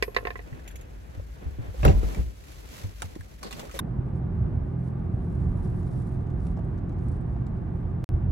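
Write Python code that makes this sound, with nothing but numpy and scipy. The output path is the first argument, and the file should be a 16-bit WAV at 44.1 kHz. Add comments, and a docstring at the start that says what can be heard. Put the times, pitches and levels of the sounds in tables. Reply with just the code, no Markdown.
"""Keys, door and crisp, then the road

Inside an idling car, keys knock and jingle against the trim. The driver slams his door, booming the
cabin, and settles into creaking leather in a rustling coat while a passenger snaps and crunches a crisp.
Hard cut to cruising on a country road: tyre rumble and roar, engine drone, faint rattles,
and a split-second dropout just before the wheels hit a bump."""
import sys
import numpy as np
from scipy import signal
from scipy.fft import rfft, irfft, next_fast_len
from scipy.io import wavfile

SR = 44100
rng = np.random.default_rng(int(sys.argv[2]) if len(sys.argv) > 2 else 0)


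def put_to_file(sound):
    """Save the sound as 16-bit audio at rate SR, in the file named by the first command-line argument."""
    columns = np.atleast_2d(sound).T  # one column per channel
    safe = np.clip(columns, -1, 1)
    whole_steps = np.round(safe * 32767)
    wavfile.write(sys.argv[1], SR, whole_steps.astype(np.int16))


N = 366471

# the door's latch, slam and rebound: t/s, level/dB, low-pass f/Hz
DOOR_HITS = [(1.831, -18.5, 2950), (1.85, -17.5, 4550), (1.853, -13.5, 1200), (1.881, -19, 3800),
             (1.896, -23.5, 910), (2.17, -26, 328)]
# the shaking door's spectrum: f/Hz, level/dB
DOOR_COLOUR = [(100, 11), (200, -9), (340, -7), (540, -11.5), (750, -9), (1100, -26), (1500, -26.5),
               (2700, -23), (3600, -29.5), (7500, -25), (9000, -34), (11500, -17.5)]
# door panel modes: f/Hz, level/dB, t60/s
DOOR_MODES = [(460, -17, .1), (524, -11.5, .11), (733, -15, 0.1), (1151, -18, 0.1)]
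# the catch meets the striker, snaps home and rebounds: t/s, level/dB, f/Hz
LATCH_HITS = [(1.8315, -31, 2590), (1.8505, -14, 1380), (1.8525, -7.5, 570), (1.8795, -24, 2720)]
# thuds through floor and seat: t/s, level/dB, f/Hz
THUDS = [(0.522, -28, 130), (1.173, -25.5, 87.6), (1.457, -22, 67), (1.587, -21.5, 115.6),
         (1.681, -27.5, 85), (1.853, -4.5, 59.7), (1.893, -11.5, 86), (1.945, -10.5, 50.1),
         (2.038, -15, 50.2), (2.183, -15.5, 62.2), (2.262, -28, 54.5), (2.84, -20.5, 97.6), (3.04, -27, 87),
         (3.19, -29, 92), (3.45, -33, 230), (3.535, -32, 190)]
# keys knocking on the trim: t/s, level/dB, brightness f/Hz
KEY_KNOCKS = [(0.0244, -14, 7000), (0.080, -25.5, 418), (0.146, -33, 9000), (0.164, -12, 3420),
              (0.172, -26, 2350), (0.184, -27, 1700), (0.208, -37.5, 800), (0.228, -35, 550),
              (0.2515, -22.5, 1700), (0.27, -20, 2030), (0.304, -26, 2200), (0.356, -29, 1700),
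              (0.391, -33.5, 1490), (0.527, -43, 1900)]
# modes of the trim panel and of the thin key metal: f/Hz, level/dB, t60/s
TRIM_MODES = [(421, 4.5, 0.038), (527, 3, 0.041), (700, -5.5, 0.06), (1046, 6, 0.033), (1480, -5, 0.033),
              (1750, 5.5, 0.025), (1916, 10.5, 0.023), (2396, 2, 0.036), (2820, -6, 0.032)]
KEY_MODES = [(11540, -6, .33), (11620, -14, .25), (11860, -14, .42)]
# key touching key, parked and on the road: t/s, level/dB
PARKED_JINGLES = [(0.677, -42), (0.71, -52), (0.757, -43.5), (0.811, -51)]
ROAD_JINGLES = [(5.35, -67), (6.468, -61), (6.645, -68.5), (7.084, -59), (7.116, -64), (7.166, -70),
                (7.21, -70)]
# spectra of the keys' clack and chinks: f/Hz, level/dB
CLACK_COLOUR = [(330, -3), (480, 2), (630, -3), (1050, -5), (1270, -4.5), (1900, 3.5), (2700, 2.5),
                (3250, -10), (3650, -3), (4800, -3.5), (9000, -14), (15000, -7)]
PARKED_JINGLE_COLOUR = [(2200, 4.5), (5500, -13), (6800, 4), (8500, -16), (11500, -2), (15500, -14)]
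ROAD_JINGLE_COLOUR = [(3500, -5), (7800, -8), (8300, 5.5), (11300, -10), (13000, -22)]

# rough and smooth patches of road: centre t/s, length/s, rumble change/dB
ROAD_PATCHES = [(4.482, 0.2, 4), (4.832, 0.17, -5.5), (5.596, 0.46, 5.5), (7.052, 0.18, 2), (8.22, 0.2, 5)]
# spectra of tyre rumble, tyre roar and the idling engine: f/Hz, level/dB
RUMBLE_COLOUR = [(22, -13), (54, 1), (120, -1), (150, -10.5), (220, -30.5)]
ROAR_COLOUR = [(110, -3), (165, 7), (205, 3.5), (305, -3), (378, -2.5), (426, -11.5), (570, -16),
               (724, -15), (1080, -23), (1180, -20), (1320, -28.5), (1480, -26), (1740, -30.5),
               (2740, -42.5), (6000, -61)]
IDLE_COLOUR = [(25, -16), (39, -14), (50, 4.5), (59, 2.5), (81, -8), (145, -16.5), (300, -32.5)]
# the engine's drone: multiple of the crank speed, level/dB
ENGINE_ORDERS = [(2, -37), (3, -33.5), (4, -38.5), (5, -46)]

# bites into the crisp: t/s, level/dB
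BITES = [(3.429, -44.5), (3.507, -49.5)]
# its brittle cracks: t/s, level/dB, f/Hz
CRISP_CRACKS = [(3.4295, -40, 4400), (3.5092, -40, 3650), (3.5265, -38, 3600), (3.5945, -38.5, 3460),
                (3.7115, -47, 3230)]
# the ring of a hard snap: f/Hz, level/dB, t60/s
SNAP_MODES = [(1140, -27, 0.022), (1550, -28, 0.03), (3640, -24.5, 0.024)]
# spectra of the crunch and of a hard snap: f/Hz, level/dB
CRUNCH_COLOUR = [(400, 10), (1200, 9), (2400, -5), (4500, 10), (6000, -4), (12000, -10)]
SNAP_COLOUR = [(1000, 9), (8000, -7), (12000, 3), (16000, -11)]
# coat strokes over the leather: centre t/s, length/s, swish level/dB, rub level/dB
COAT_STROKES = [(0.4, 0.46, -64, -58), (1.446, 0.63, -65, -59), (1.658, 0.037, -62, -47),
                (1.844, 0.13, -53, -46), (2.082, 0.2, -51, -47), (2.544, 0.16, -55.5, -57.5),
                (2.78, 0.13, -49, -53.5), (2.84, 0.057, -68, -51.5), (3.038, 0.11, -55, -55.5),
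                (3.463, 0.038, -66, -44.5), (3.585, 0.13, -53, -48), (3.762, 0.044, -47, -48)]
# seat creaks: t/s, number of slips, level/dB, f/Hz
CREAKS = [(3.633, 4, -31.5, 440), (3.741, 4, -28.5, 472)]
# handling rustles: centre t/s, length/s, level/dB
RUSTLES = [(0.66, 0.14, -65)]
# spectra of coat swish, seat rub and handling rustle: f/Hz, level/dB
SWISH_COLOUR = [(1000, -5), (1400, -5.5), (1850, -5.5), (2600, -4.5), (3400, -7), (7400, -8.5),
                (9000, -16.5), (12200, -9), (14000, -21.5), (15900, -19)]
RUB_COLOUR = [(130, -0.5), (380, -6), (600, -10), (1200, -20.5), (3500, -27.5)]
RUSTLE_COLOUR = [(1200, -7), (1650, 8), (2500, -4), (3500, -5)]

# small taps while parked, and the sharp snap of a crisp being bitten at 3.02 s: t/s, level/dB, f/Hz
TAPS_AND_BITE = [(0.594, -46.5, 1680), (1.197, -37, 566), (1.585, -34.5, 287), (1.744, -35.5, 513),
                 (2.0315, -23.5, 397), (2.0305, -37, 1290), (2.147, -35, 2300), (3.02, -23, 3800),
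                 (3.024, -32, 854), (3.154, -42, 4000), (3.162, -27.5, 302), (3.209, -40.5, 1660),
                 (3.43, -33.5, 1120), (3.695, -40, 1290)]
# dashboard rattles on the road: t/s, level/dB, f/Hz
DASH_RATTLES = [(5.831, -52.5, 3930), (6.468, -49, 3450), (6.574, -37, 800), (6.591, -34, 665),
                (6.5915, -53, 3000), (6.779, -51.5, 1480), (6.894, -54, 4030), (7.364, -37.5, 754),
                (7.467, -50, 3800)]
# something light shivering in fits: centre t/s, length/s, level/dB
SHIVERS = [(4.16, 0.032, -81), (4.86, 0.065, -75), (5.38, 0.27, -76.5), (5.62, 0.24, -74), (5.95, 0.3, -72),
           (6.46, 0.074, -73), (7.1, 0.1, -77)]
# spectra of a click and of the shiver: f/Hz, level/dB
CLICK_COLOUR = [(250, -2), (1200, 3), (4000, -5), (7000, -6.5), (12500, -13), (16000, -22.5)]
SHIVER_COLOUR = [(3500, -4), (7500, -7), (9100, -2), (10200, -9), (11100, -1.5), (12500, -20), (14000, -30)]
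# stereo width of the cabin noise: f/Hz, side over mid level/dB
PARKED_WIDTH = [(50, -12.5), (150, -4.5), (500, 3), (2000, 6), (10000, -28)]
ROAD_WIDTH = [(35, -28), (70, -19), (150, -11), (380, -3), (950, -0.5), (5980, -5), (8700, 3.5),
              (11500, -8.5)]

CRUISE_S, DROPOUT_S = 3.803, (8.042, 8.0905)


def door(body_t60=0.21, crack_t60=0.2, body_hz=1500):
    """The door pushes air ahead of it, then shakes and rings its panel, dying away quickly."""
    out, t = np.zeros(N), seconds(20000)
    for s, db, lowpass_hz in DOOR_HITS:
        shake = noise(DOOR_COLOUR, len(t))
        panel = sum(amp(level) * rng.choice([-1, 1]) * ring(hz, t60, t) for hz, level, t60 in DOOR_MODES)
        body = lowpass(shake, body_hz) * (decay(t, body_t60) - decay(t, crack_t60))
        add(out, s, amp(db) * lowpass(panel + burst(shake, crack_t60) + body, lowpass_hz))
    air_push = heave(s=1.82, db=-20, hz=55, length=0.036)
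    return panned(cabin(out, lag_ms=0.535, wet_db=-2.5), left_db=-2.5) + spaced(air_push, lag_ms=1.1)


def latch(home_s=1.851, home_db=-23.5):
    """The catch clunks on the striker and snaps home with a bright metal crack."""
    out = pings(LATCH_HITS, ring_t60=0.023, crack_t60=0.011, crack_db=-26)
    add(out, home_s, amp(home_db) * burst(noise(SNAP_COLOUR, 4096), t60=0.018))
    return spaced(out, lag_ms=0.39)


def thuds(t60_cycles=17.7, shudder_db=-13, shudder_hz=150):
    """Soft blows set the cabin air booming; the body shudders differently on each side."""
    boom, shudder, t = np.zeros(N), np.zeros((2, N)), seconds(30000)
    for s, db, hz in THUDS:
        t60 = t60_cycles / hz
        force = amp(db) * (1 - np.exp(-5 * hz * t))
        add(boom, s, force * ring(hz, t60, t))
        add(shudder, s, force * burst(lowpass(rng.standard_normal((2, len(t))), shudder_hz), t60))
    return panned(spaced(boom, lag_ms=2.4) + amp(shudder_db) * shudder, left_db=1.5)


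def keys(panel_db=-9, rise_s=0.00032, split_hz=1200):
    """Each knock clacks, rings the trim and leaves the thin metal singing."""
    out, t = np.zeros(N), seconds(30000)
    attack = 1 - np.exp(-t / rise_s)
    for s, db, bright_hz in KEY_KNOCKS:
        metal_db = -22.5 + 3 * np.log2(bright_hz / 8000)   # brighter contacts sing more
        panel = struck(TRIM_MODES, t, detune=0.032)
        metal = struck(KEY_MODES, t, detune=0)
        clack = burst(noise(CLACK_COLOUR, len(t)), t60=0.028)
        knock = lowpass(clack + amp(panel_db) * panel, bright_hz)
        knock = rms_one(knock) * np.std(clack)   # a soft contact is duller, not weaker
        add(out, s, amp(db) * (knock * attack + amp(metal_db) * metal))
    lows = signal.lfilter(*signal.butter(1, split_hz, fs=SR), out)
    body = panned(cabin(lows, lag_ms=0.54, wet_db=-7.5), left_db=-5)   # the panel sits further right
    return body + panned(cabin(out - lows, lag_ms=0.29, wet_db=-6), left_db=-1)


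def jingles(rows, colour, t60):
    """Key meets key in a short, bright chink."""
    out = np.zeros(N)
    for s, db in rows:
        add(out, s, amp(db) * burst(noise(colour, 8192), t60))
    return out


def tyres(rumble_db=-31, roar_db=-37.5, wobble_db=1.0, roar_follows=0.19):
    """Tyres rumble through the body and roar on asphalt, more on rough patches; a bump heaves the air."""
    rough_db = sum(db * swell(s, length) for s, length, db in ROAD_PATCHES)
    rumble = amp(rumble_db + rough_db + wobble_db * drift(9.9)) * wide_noise(RUMBLE_COLOUR, ROAD_WIDTH)
    roar = amp(roar_db + roar_follows * rough_db) * wide_noise(ROAR_COLOUR, ROAD_WIDTH)
    bump = heave(s=8.1455, db=-15.5, hz=68, length=0.009)
    return panned(rumble + bump, left_db=-2.5) + panned(roar, left_db=-0.75)


def engine_drone(crank_hz=42.54, wander=0.0041, throb_db=2.5):
    """Low orders of the crank drone together, each throbbing by itself."""
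    phase = 2 * np.pi * np.cumsum(crank_hz * (1 + wander * drift(3))) / SR
    drone = sum(amp(db + throb_db * drift(7.3)) * np.sin(order * phase) for order, db in ENGINE_ORDERS)
    return panned(drone, left_db=-2.5)


def crisp_crunch(crumbs_per_s=700, spread_db=6.5, rise_s=0.0051, bite_t60=0.27):
    """The crisp breaks in a few distinct cracks; each bite sets off a dying run of tiny ones."""
    force, t = np.zeros(N), seconds(30000)
    for s, db in BITES:
        add(force, s, amp(db) * decay(t, bite_t60) * (1 - np.exp(-t / rise_s)))
    crumbs = (rng.random(N) < crumbs_per_s / SR) * rng.choice([-1, 1], N)
    sizes = amp(spread_db * np.clip(rng.standard_normal(N), -2, 2))
    cracks = pings(CRISP_CRACKS, ring_t60=0.019, crack_t60=0.022, crack_db=4.5)
    return cabin(force * tint(crumbs * sizes, CRUNCH_COLOUR) + cracks, lag_ms=0.485, wet_db=0)


def snap(s=3.7905, crack_db=-24):
    """One hard crack with a few short, clear modes."""
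    out, t = np.zeros(N), seconds(6000)
    crack = amp(crack_db) * burst(noise(SNAP_COLOUR, len(t)), t60=0.017)
    add(out, s, crack + sum(amp(db) * ring(hz, t60, t) for hz, db, t60 in SNAP_MODES))
    return out


def coat(grain_db=1.5, lump_db=2.5, direct_db=-4, diffuse_db=-1):
    """Cloth swishes in fine grains and rubs the seat in coarser lumps, never quite at rest."""
    s, length, swish_db, rub_db = np.transpose(COAT_STROKES)
    swish_gain = swelling(zip(s, length, swish_db), rest_db=np.interp(door_shut(), [0, 1], [-66, -60.5]))
    rub_gain = swelling(zip(s, length, rub_db), rest_db=np.interp(door_shut(), [0, 1], [-55.5, -57.5]))
    direct = amp(direct_db) * spaced(noise(SWISH_COLOUR), lag_ms=0.483)
    diffuse = amp(diffuse_db) * noise(SWISH_COLOUR, (2, N))
    swish = swish_gain * amp(grain_db * drift(200)) * (direct + diffuse)
    rub = rub_gain * amp(lump_db * drift(40)) * wide_noise(RUB_COLOUR, PARKED_WIDTH)
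    return panned(swish + rub, left_db=-0.5)


def seat_creaks(slip_s=0.0065, jitter=0.16):
    """Leather sticks and slips a few times in a row, each slip a hollow knock."""
    slips = []
    for s, count, db, hz in CREAKS:
        for k in range(round(count)):
            onset = s + slip_s * (k + jitter * rng.standard_normal())
            slips.append((onset, db, hz * (1 + jitter * rng.uniform(-1, 1))))
    return pings(slips, ring_t60=0.016, crack_t60=0.0086, crack_db=-15)


def clicks(rows, crack_t60, ring_t60, hard_hz=1790, soft_db_per_octave=16.5):
    """Short contacts: mostly damped ring below hard_hz, mostly crack above it."""
    out, t = np.zeros(N), seconds(6000)
    for s, db, hz in rows:
        crack = burst(noise(CLICK_COLOUR, len(t)), crack_t60)
        softness = amp(soft_db_per_octave * np.log2(hard_hz / hz))
        tone = softness * np.sqrt(2) * ring(hz, ring_t60, t)
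        add(out, s, amp(db) * (crack + tone) / np.hypot(1, softness))
    return out


def rattles(fine_db=-66, top_hz=9000):
    """On the road the dashboard ticks, a spell of finer rattling passes and the keys chink."""
    fine = amp(fine_db) * swell(s=6.4, length=1.5) * ticks(per_s=45, t60=0.015)
    chinks = jingles(ROAD_JINGLES, ROAD_JINGLE_COLOUR, t60=0.032)
    dashboard = clicks(DASH_RATTLES, crack_t60=0.0073, ring_t60=0.019)
    return cabin(lowpass(dashboard + fine, top_hz) + chinks, lag_ms=0, wet_db=-4.5)


def ticks(per_s, t60, spread_db=8):
    """Tiny contacts at random moments, each a short crack."""
    hits = (rng.random(N) < per_s / SR) * amp(spread_db * np.clip(rng.standard_normal(N), -2, 1))
    envelope = signal.lfilter([1], [1, -decay(1 / SR, t60)], hits + 1e-18)
    return envelope * noise(CLICK_COLOUR)


def engine_idle(db=-42.5, sealed_db=-3):
    """The idle is a low bed of noise that softens once the door is shut."""
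    return amp(db + sealed_db * door_shut()) * panned(wide_noise(IDLE_COLOUR, PARKED_WIDTH), left_db=2)


def rustle(grain_db=7.5):
    """Dry, grainy rustling of things being handled."""
    return swelling(RUSTLES, rest_db=-88) * amp(grain_db * drift(150)) * noise(RUSTLE_COLOUR)


def whirr(db=-66.5, whine_hz=2555, whine_db=-69, whine_end_s=1.2, fade_s=0.37):
    """A soft whirr runs until the door shuts; its faint, unsteady whine fades out first."""
    band = amp(db) * (1 - door_shut()) * noise([(1500, 10), (2500, -3)])
    peak = signal.iirpeak(whine_hz, Q=45, fs=SR)
    whine = rms_one(signal.lfilter(*peak, signal.lfilter(*peak, rng.standard_normal(N))))
    fade = np.clip((whine_end_s - seconds()) / fade_s, 0, 1)
    return spaced(band + amp(whine_db) * whine * fade, lag_ms=0.48)


def shiver(flicker_db=1.5, grain_db=2):
    """Something light and loose shivers in fits of grainy hiss."""
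    gain = swelling(SHIVERS, rest_db=-84.5) * amp(flicker_db * drift(40) + grain_db * drift(400))
    return panned(gain * wide_noise(SHIVER_COLOUR, ROAD_WIDTH), left_db=-0.75)


def cabin(x, lag_ms, wet_db, t60=0.058):
    """The direct sound plus a short tail off glass and trim."""
    t = seconds(8192)
    walls = rng.standard_normal((2, len(t))) * decay(t, t60) * (t > .002)
    walls /= np.sqrt(np.sum(walls ** 2) / 2)
    return spaced(x, lag_ms) + amp(wet_db) * signal.oaconvolve(x[None], walls, axes=1)[:, :N]


def pings(rows, ring_t60, crack_t60, crack_db):
    """Hard little contacts: each a sharp crack and one quickly damped mode."""
    out, t = np.zeros(N), seconds(4096)
    for s, db, hz in rows:
        crack = burst(noise(CLICK_COLOUR, len(t)), crack_t60)
        add(out, s, amp(db) * (ring(hz, ring_t60, t) + amp(crack_db) * crack))
    return out


def struck(modes, t, detune, scatter_db=3):
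    """A contact stirs each mode with its own strength; pressure and place shift pitch by up to detune."""
    out = np.zeros(len(t))
    for k, (hz, db, t60) in enumerate(modes):
        strength = (-1) ** k * amp(db + scatter_db * rng.standard_normal())
        out += strength * ring(hz * (1 + detune * rng.uniform(-1, 1)), t60, t)
    return out


def heave(s, db, hz, length):
    """A brief, low swing of the cabin air around a moment."""
    t = seconds() - s
    return amp(db) * np.sin(2 * np.pi * hz * t) * np.exp(-(t / length) ** 2)


def door_shut():
    """0 while the door is open, 1 once it has slammed."""
    return np.clip((seconds() - DOOR_HITS[1][0]) / 0.1, 0, 1)


def swell(s, length):
    """A smooth rise and fall around s, above half height for the given length."""
    return .5 ** ((2 * (seconds() - s) / length) ** 2)


def swelling(rows, rest_db):
    """A gain that swells out of its resting level at each (t/s, length/s, level/dB)."""
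    return np.sqrt(amp(rest_db) ** 2 + sum(amp(db) ** 2 * swell(s, length) for s, length, db in rows))


def ring(hz, t60, t):
    """A struck mode."""
    return np.sin(2 * np.pi * hz * t) * decay(t, t60)


def burst(x, t60):
    """A sound that starts near rms 1 and dies away."""
    fade = decay(seconds(x.shape[-1]), t60)
    return rms_one(x * fade) * np.sqrt(np.mean(fade ** 2))


def decay(t, t60):
    """A fade of 60 dB every t60 seconds."""
    return amp(-60 * t / t60)


def drift(per_s):
    """A smooth random wander of rms 1."""
    knots = rng.standard_normal(4000)
    return rms_one(np.interp(seconds() * per_s, np.arange(len(knots)), knots))


def noise(colour, shape=N):
    """Coloured noise of rms 1."""
    return tint(rng.standard_normal(shape), colour)


def wide_noise(colour, width):
    """Stereo noise with a mid of rms 1 and a width that varies with frequency."""
    size = next_fast_len(N)
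    mid, side = noise(colour, (2, N))
    side_gain = gains([(1, width[0][1]), *width, (SR, width[-1][1])], size)
    side = irfft(rfft(side, size) * side_gain, size)[:N]
    return mid + side * [[1], [-1]]


def tint(x, colour):
    """EQ a signal and scale it to rms 1."""
    size = next_fast_len(x.shape[-1])
    return rms_one(irfft(rfft(x, size) * gains(colour, size), size)[..., :x.shape[-1]])


def gains(curve, size):
    """An EQ curve (f/Hz, level/dB) as FFT bin gains, falling 36 dB an octave past its ends."""
    hz, db = np.transpose(curve)
    octave, known = np.log2(np.fft.rfftfreq(size, 1 / SR) + 1), np.log2(hz)
    outside = np.abs(octave - np.clip(octave, known[0], known[-1]))
    return amp(np.interp(octave, known, db) - 36 * outside)


def lowpass(x, hz):
    """Two-pole low-pass."""
    return signal.sosfilt(signal.butter(2, hz, fs=SR, output="sos"), x)


def spaced(x, lag_ms):
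    """Mono to stereo, reaching the left side late."""
    return np.array([np.interp(seconds() - lag_ms / 1000, seconds(), x), x])


def panned(x, left_db):
    """Lean a sound left, or right if negative."""
    return x * amp([[left_db / 2], [-left_db / 2]])


def add(track, s, sound):
    """Mix a sound in at s seconds."""
    at = round(s * SR)
    track[..., at:at + sound.shape[-1]] += sound[..., :N - at]


def amp(db):
    """Decibels to gain."""
    return 10 ** (np.asarray(db) / 20)


def rms_one(x):
    """Scale to rms 1."""
    return x / np.sqrt(np.mean(x ** 2) + 1e-20)


def seconds(size=N):
    """A time axis."""
    return np.arange(size) / SR


def scene():
    """The parked car cuts straight to the moving one."""
    idle = engine_idle()
    foley = rustle() + jingles(PARKED_JINGLES, PARKED_JINGLE_COLOUR, t60=0.049)
    foley += clicks(TAPS_AND_BITE, crack_t60=0.011, ring_t60=0.025) + snap() + seat_creaks()
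    foley = cabin(foley, lag_ms=0.524, wet_db=-3.5)
    parked = idle + whirr() + keys() + door() + latch() + thuds() + coat() + crisp_crunch() + foley
    cruising = tyres() + shiver() + rattles() + engine_drone()
    moving = np.clip((seconds() - CRUISE_S) / .006 + .5, 0, 1)   # 6 ms crossfade
    return (1 - moving) * parked + moving * cruising


def record(dry, ceiling=0.55, click_db=-26.5, stopband_hz=17000):
    """Peaks are rounded, the sound drops out briefly with a click at each edge, and the top is cut."""
    t = seconds()
    gate = np.clip(np.maximum(DROPOUT_S[0] - t, t - DROPOUT_S[1]) / .002, 0, 1)
    out = gate * dry / (1 + (dry / ceiling) ** 4) ** .25
    for s in DROPOUT_S:
        add(out, s, amp(click_db) * np.exp(-seconds(1000) / .001))
    return signal.sosfilt(signal.cheby2(16, 70, stopband_hz, fs=SR, output="sos"), out)


dry = scene()
out = record(dry)
put_to_file(out)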